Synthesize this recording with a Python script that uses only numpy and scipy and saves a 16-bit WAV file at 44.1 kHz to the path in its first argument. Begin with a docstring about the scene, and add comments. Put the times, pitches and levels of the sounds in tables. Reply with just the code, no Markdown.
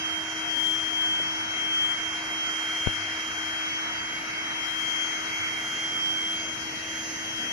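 """Open terrace, hand-held camera with two microphone ports: an electric air pump fills an inflatable pool.
From the start, sines at shaft orders hum, the ten-blade impeller whines and shaped noise rushes through pump,
hose and nozzle; the camera drifts through standing waves, so the whine swells and fades at each port.
At 1.2 s damped modes give a soft pool knock and low ring; at 2.87 s something bumps the left port, with two
rebounds, and the pool rings. A short low ring follows at 5.39 s; from 5.57 s the rumble steps up and stays."""
import sys
import numpy as np
from scipy import signal
from scipy.fft import rfft, irfft, next_fast_len
from scipy.io import wavfile
from scipy.ndimage import uniform_filter1d, map_coordinates

SR = 44100
rng = np.random.default_rng(int(sys.argv[2]) if len(sys.argv) > 2 else 0)


def dump_mix(stems):
    """Bounce the given channels to the path in sys.argv[1] as a 16-bit WAV at rate SR."""
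    frames = np.atleast_2d(stems).T  # one column per channel
    limited = np.clip(frames, -1, 1)  # hard clip at full scale
    pcm = np.round(limited * 32767).astype(np.int16)
    wavfile.write(sys.argv[1], SR, pcm)


N = 331632  # samples, 7.52 s


def amp(db):
    """Decibels to gain."""
    return 10 ** (np.asarray(db) / 20)


def unit(x):
    """Scale to rms 1."""
    return x / np.sqrt(np.mean(x ** 2) + 1e-20)


def along(points, hz):
    """Read (Hz, value) points on a log frequency axis."""
    point_hz, value = np.transpose(points)
    return np.interp(np.log(hz + 1), np.log(point_hz + 1), value)


def curves(rows):
    """One value per sample for each column after the time."""
    time_s, *columns = np.transpose(rows)
    return [np.interp(np.arange(N) / SR, time_s, column) for column in columns]


def wobble(rate):
    """A smooth random curve, rate knots a second."""
    knots = rng.standard_normal(int(N * rate / SR) + 4)
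    return map_coordinates(knots, [np.arange(N) * rate / SR])


def filtered(x, response):
    """x times a complex response of frequency."""
    size = next_fast_len(N + SR // 2)
    spectrum = rfft(x, size) * response(np.fft.rfftfreq(size, 1 / SR))
    return irfft(spectrum, size)[..., :N]


def pan(left_db):
    """Gains of the two ports for a left-right level difference."""
    return amp([[left_db / 2], [-left_db / 2]])


def tone(phase):
    """A sine of rms 1."""
    return np.sqrt(2) * np.sin(phase)


# Motor speed before its quick waver: time_s, shaft_hz
SHAFT_SPEED = [(0, 317.9), (.9, 318.9), (1.35, 318.8), (1.6, 318.5), (2.7, 318.35), (3.4, 318.65),
               (4.1, 318.75), (5.2, 319.15), (6.4, 319.5), (7.52, 319.3)]


def shaft_angle(waver_hz):
    """The shaft turns with a slight quick waver of speed; its angle in radians drives hum and whine."""
    shaft_hz = curves(SHAFT_SPEED)[0] + waver_hz * wobble(25.4)
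    return 2 * np.pi * np.cumsum(shaft_hz) / SR


# Shaft hum reference, fading slowly until the camera comes lower: time_s, level_db (before a trim)
HUM_LEVEL = [(0, -41.5), (1.4, -44), (5.8, -45), (6.2, -42.5), (7.52, -44)]
# Shaft orders: multiple_of_shaft, level_db (against the hum), left_right_db, change_db (start to end)
SHAFT_ORDERS = [(1, -1.5, 4, -2), (2, -15, 10.5, -0.5), (3, -12.5, 3, -6), (5, -11, -3, -3),
                (7, -16, 9, -6), (11, -51, -4, 0), (12, -19, 0, 1)]


def motor(angle, flutter_db, trim_db=-1.5):
    """Unbalance hums once a turn, with weaker orders above it."""
    hum_db = curves(HUM_LEVEL)[0]
    progress = np.linspace(-.5, .5, N)
    out = np.zeros((2, N))
    for multiple, db, left_db, change_db in SHAFT_ORDERS:
        level_db = hum_db + db + change_db * progress + trim_db + flutter_db * wobble(22)
        start_phase = rng.uniform(0, 2 * np.pi)
        out += amp(level_db) * pan(left_db) * tone(round(multiple) * angle + start_phase)
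    return out


def two_ports(left, right, lead):
    """Level and phase of a tone at both ports; the port nearer to a node takes most of the phase slip."""
    gain = amp(np.array(curves(left) + curves(right)))
    lead_rad = curves(lead)[0]
    left_share = gain[1] ** 2 / np.sum(gain ** 2, axis=0)
    left_phase = np.cumsum(np.diff(lead_rad, prepend=0) * left_share)
    return gain, np.array([left_phase, left_phase - lead_rad])


BLADES = 10
# Blade tone in the standing waves at the left port: time_s, level_db (before trim and flutter)
BLADE_TONE_LEFT = [(0, -38), (.15, -42), (.2, -55), (.27, -46), (.42, -34), (.58, -27), (.7, -24.5),
                   (.87, -31), (1.02, -26.5), (1.25, -31), (1.44, -37), (1.62, -30.5), (1.86, -25.8),
                   (1.94, -29), (2.03, -56), (2.1, -42), (2.17, -37), (2.23, -42.5), (2.42, -34),
                   (2.55, -40.5), (2.72, -34), (2.95, -33), (3.25, -41.5), (3.45, -33.5), (3.8, -36.5),
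                   (4.17, -41), (4.3, -55), (4.36, -41), (4.75, -31.5), (5, -28.5), (5.26, -38.5),
                   (5.45, -36), (5.54, -46), (5.6, -38), (6.3, -32.5), (6.72, -40.5), (7.02, -41.5),
                   (7.13, -54), (7.2, -42.5), (7.43, -32.5), (7.52, -35)]
# Blade tone at the right port: time_s, level_db (before trim and flutter)
BLADE_TONE_RIGHT = [(0, -35), (.1, -30.5), (.4, -41), (.5, -40), (.58, -53), (.66, -34.5), (.8, -37),
                    (.88, -56), (.95, -35.5), (1.08, -29.5), (1.42, -37.5), (1.6, -40.5), (1.73, -29.3),
                    (1.85, -31), (1.94, -37), (2.06, -31), (2.25, -40), (2.39, -31.5), (2.9, -34),
                    (2.97, -43), (3.24, -35.5), (3.43, -42.5), (3.65, -36), (3.88, -37), (4.14, -38),
                    (4.25, -51), (4.36, -39.5), (4.58, -39.5), (4.7, -54), (5, -41), (5.23, -46),
                    (5.46, -35), (5.73, -37.5), (6.1, -28.5), (6.4, -36), (6.59, -55), (6.72, -41.5),
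                    (6.8, -49), (6.88, -41), (7, -40.5), (7.06, -48), (7.3, -42), (7.52, -42)]
# How the whine's wave crosses the ports as the camera drifts: time_s, left_lead_rad (before scatter)
BLADE_TONE_LEAD = [(0, -3), (.16, -3.2), (.22, -7.4), (.6, -2.3), (.86, -.5), (.9, -2.8), (1.1, -2.6),
                   (1.29, -3.1), (1.43, -3.15), (1.6, -2.1), (1.78, -3), (2.1, -1), (2.27, 1.4),
                   (2.36, 1.7), (2.43, 3), (2.55, 1), (2.75, .1), (3.2, .5), (3.53, 1.4), (3.65, 2.8),
                   (3.78, 3.15), (3.91, 3.2), (4.08, 4.6), (4.28, 5.3), (4.33, 3.3), (4.5, 4.1), (4.7, 2),
                   (4.87, 1.4), (4.93, 3.7), (5.05, 4.6), (5.2, 2.5), (5.37, 1.6), (5.42, 3.1), (5.46, 3.1),
                   (5.62, -.2), (5.78, -.1), (6.05, -2.7), (6.3, -1.4), (6.5, -1.8), (6.62, -4.5),
                   (6.74, -3.1), (6.85, -.2), (7.1, -.2), (7.15, -2), (7.52, -3.5)]
# Thin side tones riding on the whine: above_blade_tone_hz, level_db (against it, before flutter)
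SIDE_TONES = [(1405, -36), (3889, -25), (5200, -45), (5297, -33), (7779, -29.5), (9092, -42.5),
              (9186, -35.5)]
# Octave of the blade tone at the left port: time_s, level_db (before trim and flutter)
BLADE_OCTAVE_LEFT = [(0, -46), (.35, -68), (1.3, -53), (2.35, -49), (2.6, -55), (2.97, -55), (3.3, -62),
                     (3.9, -50), (4.33, -50), (4.65, -54), (4.87, -84), (5.1, -57), (6.7, -62),
                     (6.93, -51.5), (7.2, -47), (7.4, -72)]
# The octave at the right port: time_s, level_db (before trim and flutter)
BLADE_OCTAVE_RIGHT = [(0, -54), (1.05, -47), (1.4, -77), (1.9, -65), (2.23, -57), (2.7, -66), (3.4, -46),
                      (3.9, -58), (4.68, -50), (4.85, -43.5), (5.18, -41), (5.48, -53), (5.78, -43),
                      (6.12, -70), (6.4, -41.5), (6.78, -50), (7.08, -40), (7.38, -47), (7.52, -42)]
# How the octave's wave crosses the ports: time_s, left_lead_rad
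BLADE_OCTAVE_LEAD = [(4.8, -3.1), (5, -.4), (5.75, -.7), (6.05, -2.5), (6.6, -3.6), (6.9, -2), (7.2, -1.7),
                     (7.45, -2.9)]


def impeller(angle, whine_db, flutter_db, scatter, thin_rough, octave_db, octave_flutter_db):
    """Blades chop the air into a whine; tiles and wall reflect it, so each port passes its own sharp nodes."""
    t = np.arange(N) / SR
    ports = lambda rate: np.array([wobble(rate), wobble(rate)])  # independent at the two ports

    gain, phase = two_ports(BLADE_TONE_LEFT, BLADE_TONE_RIGHT, BLADE_TONE_LEAD)
    level = gain * amp(whine_db + flutter_db * wobble(34))
    blade_phase = BLADES * angle + phase + scatter * ports(140)
    thin = np.zeros((2, N))
    for above_hz, db in SIDE_TONES:
        thin_level = amp(db + 1.7 * wobble(18))
        thin_phase = blade_phase + 2 * np.pi * above_hz * t + thin_rough * ports(320)
        thin += thin_level * tone(thin_phase)

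    gain, phase = two_ports(BLADE_OCTAVE_LEFT, BLADE_OCTAVE_RIGHT, BLADE_OCTAVE_LEAD)
    octave_level = gain * amp(octave_db + octave_flutter_db * ports(5.7))
    octave = octave_level * tone(2 * BLADES * angle + phase)
    return level * (tone(blade_phase) + thin) + octave


# Likeness of the air noise at the two ports: frequency_hz, coherence (0 to 1)
PORT_COHERENCE = [(50, 0.97), (300, 1), (700, 0.34), (1400, 0.55), (2200, 0.24), (3500, 0.1), (6000, 0.064),
                  (12000, 0.097)]


def rush(spectrum, lag_ms, patchy_db):
    """Turbulent stereo noise of rms 1, uneven in time and pitch, that reaches the left port late."""
    noise = signal.stft(rng.standard_normal((2, N)), nperseg=512)[2]
    field = uniform_filter1d(rng.standard_normal(noise.shape[1:]), size=5, axis=0)
    field = uniform_filter1d(field, size=12, axis=1)
    pair = signal.istft(noise * amp(patchy_db * unit(field)), nperseg=512)[1][:, :N]

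    # shares of a common and an opposed part that give the coherence
    turn = lambda hz: np.arccos(np.clip(along(PORT_COHERENCE, hz), -1, 1)) / 2
    shape = lambda hz: amp(along(spectrum, hz)) * [np.cos(turn(hz)), np.sin(turn(hz))]
    mid, side = filtered(pair, shape)
    delay_s = np.array([[.5], [-.5]]) * lag_ms / 1000
    return unit(filtered(np.array([mid + side, mid - side]), lambda hz: np.exp(-2j * np.pi * hz * delay_s)))


# Noise spectra, only their shape counts: frequency_hz, density_db (per Hz)
RUMBLE_SPECTRUM = [(20, -42), (45, -12), (85, -0.5), (150, -1), (260, -0.5), (400, -6.5), (600, -5),
                   (1000, -13.5), (1600, -55)]
# Air in the pump housing: frequency_hz, density_db (per Hz)
HOUSING_SPECTRUM = [(30, -21.5), (200, -24.5), (450, -14), (620, -16), (705, -5), (800, -11), (900, -4),
                    (1050, -8.5), (1180, -4.5), (1320, -1.5), (1500, 2.5), (1680, -2.5), (1810, -7),
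                    (2000, -37), (2600, -72)]
# Roar at the outlet: frequency_hz, density_db (per Hz)
OUTLET_SPECTRUM = [(1850, -30), (2000, 3), (2090, 5), (2220, 10), (2330, -2), (2450, -5), (2700, -56)]
# Air in the duct: frequency_hz, density_db (per Hz)
DUCT_SPECTRUM = [(1550, -20), (1750, 0.5), (1815, -1), (1900, 4), (2050, 0), (2350, -4), (2480, -4.5),
                 (2650, -1.5), (2840, -2), (3030, -7.5), (3250, -3), (3420, -29), (4000, -72)]
# Resonance of the hose: frequency_hz, density_db (per Hz)
HOSE_SPECTRUM = [(1450, -24), (1690, -3), (1830, -0.5), (1970, 1), (2150, -18)]
# Hiss at the valve: frequency_hz, density_db (per Hz)
VALVE_SPECTRUM = [(3200, -17), (3550, -22.5), (3850, 0.5), (4200, -2.5), (4600, -0.5), (5000, 1),
                  (5400, -2), (6200, -41)]
# Hiss at the nozzle: frequency_hz, density_db (per Hz)
NOZZLE_SPECTRUM = [(2800, -26), (3600, -49), (4400, -20), (5000, -6.5), (5500, -0.5), (5870, 4),
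                   (6500, -2.5), (7000, -8.5), (7450, -35), (8600, -29), (9800, -11), (10600, -32.5),
                   (13000, -71)]
# Air noise as the camera drifts: time_s, housing_db (before a trim), outlet_db (only its rise and fall is used)
HOUSING_OUTLET_LEVEL = [(0.1, -43, -45.5), (3.05, -41, -41.5), (3.13, -41.5, -43.5), (4.89, -43, -41),
                        (5.52, -41.5, -40.5), (7.2, -48, -48.5), (7.45, -45.5, -49)]
# Duct noise as the camera drifts: time_s, level_db
DUCT_DRIFT = [(0, -39), (5.3, -38), (6.1, -40.5), (7.52, -38.5)]
# Hose resonance, heard more as the camera drifts: time_s, level_db
HOSE_DRIFT = [(0, -53), (1.5, -58.5), (3.5, -54.5), (5.3, -50.5), (6.4, -52.5), (7.52, -48.5)]
# Hiss as the camera drifts: time_s, valve_db, nozzle_db (both before a slight flutter)
HISS_LEVEL = [(0, -49, -44), (1.0, -49, -43), (2.2, -48.5, -43), (3.1, -47, -43.5), (4.5, -47, -44.5),
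              (5.4, -47.5, -42.5), (7.45, -48, -43)]
OUTLET_DB, OUTLET_SWING = -41, 1.34  # mean level in dB, factor on the rise and fall
# the low rumble steps up once
RUMBLE_DB, RUMBLE_RISE_DB, RUMBLE_RISE_AT_S, RUMBLE_RISE_S = -51, 3.5, 5.57, 0.43


def airflow():
    """Air roars in housing, duct, outlet and hose, hisses at valve and nozzle and rumbles low."""
    risen = np.clip((np.arange(N) / SR - RUMBLE_RISE_AT_S) / RUMBLE_RISE_S, 0, 1)
    rumble_level = amp(RUMBLE_DB + RUMBLE_RISE_DB * risen)
    rumble = rumble_level * pan(0.36) * rush(RUMBLE_SPECTRUM, lag_ms=0.025, patchy_db=1.5)

    housing_db, outlet_db = curves(HOUSING_OUTLET_LEVEL)
    housing = amp(housing_db + 4.0) * pan(1) * rush(HOUSING_SPECTRUM, lag_ms=0.2, patchy_db=1.33)
    outlet_level = amp(OUTLET_DB + OUTLET_SWING * (outlet_db - outlet_db.mean()))
    outlet = outlet_level * pan(0) * rush(OUTLET_SPECTRUM, lag_ms=0.12, patchy_db=1.5)

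    duct_level, hose_level = amp(curves(DUCT_DRIFT)[0]), amp(curves(HOSE_DRIFT)[0])
    duct = duct_level * pan(0.53) * rush(DUCT_SPECTRUM, lag_ms=0.18, patchy_db=1.5)
    hose = hose_level * pan(0.42) * rush(HOSE_SPECTRUM, lag_ms=0.188, patchy_db=2.9)

    valve_db, nozzle_db = curves(HISS_LEVEL)
    valve_level, nozzle_level = amp(valve_db + 0.23 * wobble(13)), amp(nozzle_db + 0.22 * wobble(7.6))
    valve = valve_level * pan(-0.21) * rush(VALVE_SPECTRUM, lag_ms=0.17, patchy_db=2.5)
    nozzle = nozzle_level * pan(0.4) * rush(NOZZLE_SPECTRUM, lag_ms=0.17, patchy_db=2.0)
    return rumble + housing + outlet + duct + hose + valve + nozzle


# Narrow housing resonances in the airflow: pitch_hz, width_hz, start_db, midway_db, end_db
HOUSING_RESONANCES = [(245, 20, -75, -69, -55), (432, 5, -63, -63, -68), (703, 10, -53, -60, -58),
                      (875, 30, -69, -59, -65), (1492, 22, -54, -54, -60), (2060, 22, -68, -56, -53),
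                      (2229, 24, -55, -52, -56), (2710, 34, -61, -59, -70), (2875, 12, -74, -62, -56),
                      (4592, 8, -67, -67, -67), (10273, 8, -76, -72, -70)]


def singing(apart):
    """Turbulence drives the narrow resonances into fuzzy tones, partly different at the two ports."""
    t = np.arange(N) / SR

    def fuzzy(hz, width_hz):
        """A tone with randomly wandering sine and cosine parts, rms 1."""
        sine = wobble(2 * width_hz) * np.sin(2 * np.pi * hz * t)
        cosine = wobble(2 * width_hz) * np.cos(2 * np.pi * hz * t)
        return unit(sine + cosine)

    out = np.zeros((2, N))
    for hz, width_hz, *level_db in HOUSING_RESONANCES:
        level = amp(np.interp(t, [0, t[-1] / 2, t[-1]], level_db))
        common = fuzzy(hz, width_hz)
        separate = np.array([fuzzy(hz, width_hz), fuzzy(hz, width_hz)])
        out += level * unit(common + apart * separate)
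    return out


def ring(modes, t, attack, tilt_db=0, share=1):
    """Damped modes ring from t = 0; tilt_db per octave lifts the upper ones, a resting touch shortens them."""
    t = np.maximum(t, 0)
    lowest_hz = modes[0][0]
    out = np.zeros(N)
    for hz, db, t60 in modes:
        level_db = db + tilt_db * np.log2(hz / lowest_hz) - 60 * t / (t60 * share)
        out += amp(level_db) * np.sin(2 * np.pi * hz * t)
    return (1 - np.exp(-t / attack)) * out


# Soft contacts with the pool: start_s, knock_db, ring_db, ring_tilt_db (per octave),
# ring_share (of the free ring time left by the touch)
POOL_CONTACTS = [(1.2, -23, -58, 44, .7), (1.226, -34, -70, 44, .5), (2.925, -60, -48, -8, 1),
                 (5.385, -60, -40, -8, .15)]
# Modes of the taut vinyl wall: pitch_hz, level_db (within the knock), t60_s
VINYL_WALL = [(370, -10, 0.03), (473, -2, 0.017), (595, -5, 0.02), (1140, -5, .01)]
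# Modes of the air chambers, the two lowest beating slowly: pitch_hz, level_db (before tilt), t60_s (free)
AIR_CHAMBER = [(101.2, 0, 2.5), (102.9, -2, 2.5), (161, -12, .7)]


def pool():
    """A nudge makes the vinyl knock briefly and the air chamber ring on."""
    t = np.arange(N) / SR
    out = np.zeros(N)
    for start_s, knock_db, ring_db, tilt_db, share in POOL_CONTACTS:
        out += amp(knock_db) * ring(VINYL_WALL, t - start_s, attack=0.00091)
        chamber = ring(AIR_CHAMBER, t - start_s, attack=0.047, tilt_db=tilt_db, share=share)
        out += amp(ring_db) * chamber
    return pan(4.2) * out


# A touch at the left microphone port and its rebounds: release_at_s, level_db, let_go_ms (suction's release)
PORT_TOUCHES = [(2.873, -10.3, .1), (2.8862, -25.5, .2), (2.8965, -33, .4)]


def port_bumps(build, release, sway_hz, sway_db):
    """A touch at the left port: suction builds, lets go at once and the pressure swings back to rest."""
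    out = np.zeros(N)
    for release_at_s, db, let_go_ms in PORT_TOUCHES:
        t = np.arange(N) / SR - release_at_s
        snap = np.tanh(1000 * t / let_go_ms)  # from suction to pressure
        before = np.exp(-np.abs(t) / build) * np.cos(np.pi / 2 * t / build)
        after = np.exp(-np.abs(t) / release)
        push = snap * np.where(t < 0, before, after)
        sway = amp(sway_db) * ring([(sway_hz, 0, .13)], t, attack=0.0018)
        out += amp(db) * (push + sway)
    return amp([[0], [-36]]) * out  # 36 dB weaker at the right port


def scene():
    """Pump, pool and the bump at the microphone."""
    angle = shaft_angle(waver_hz=0.063)
    hum = motor(angle, flutter_db=1.15)
    whine = impeller(angle, whine_db=3.0, flutter_db=1.0, scatter=0.093, thin_rough=0.12,
                     octave_db=0.7, octave_flutter_db=2.5)
    air = airflow() + singing(apart=0.68)
    bumps = port_bumps(build=0.0038, release=0.0032, sway_hz=96, sway_db=-14.0)
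    return hum + whine + air + pool() + bumps


TOP_HZ = 13100


def record(dry):
    """The camera keeps nothing above its band limit."""
    return filtered(dry, lambda hz: hz < TOP_HZ)


dry = scene()
out = record(dry)
dump_mix(out)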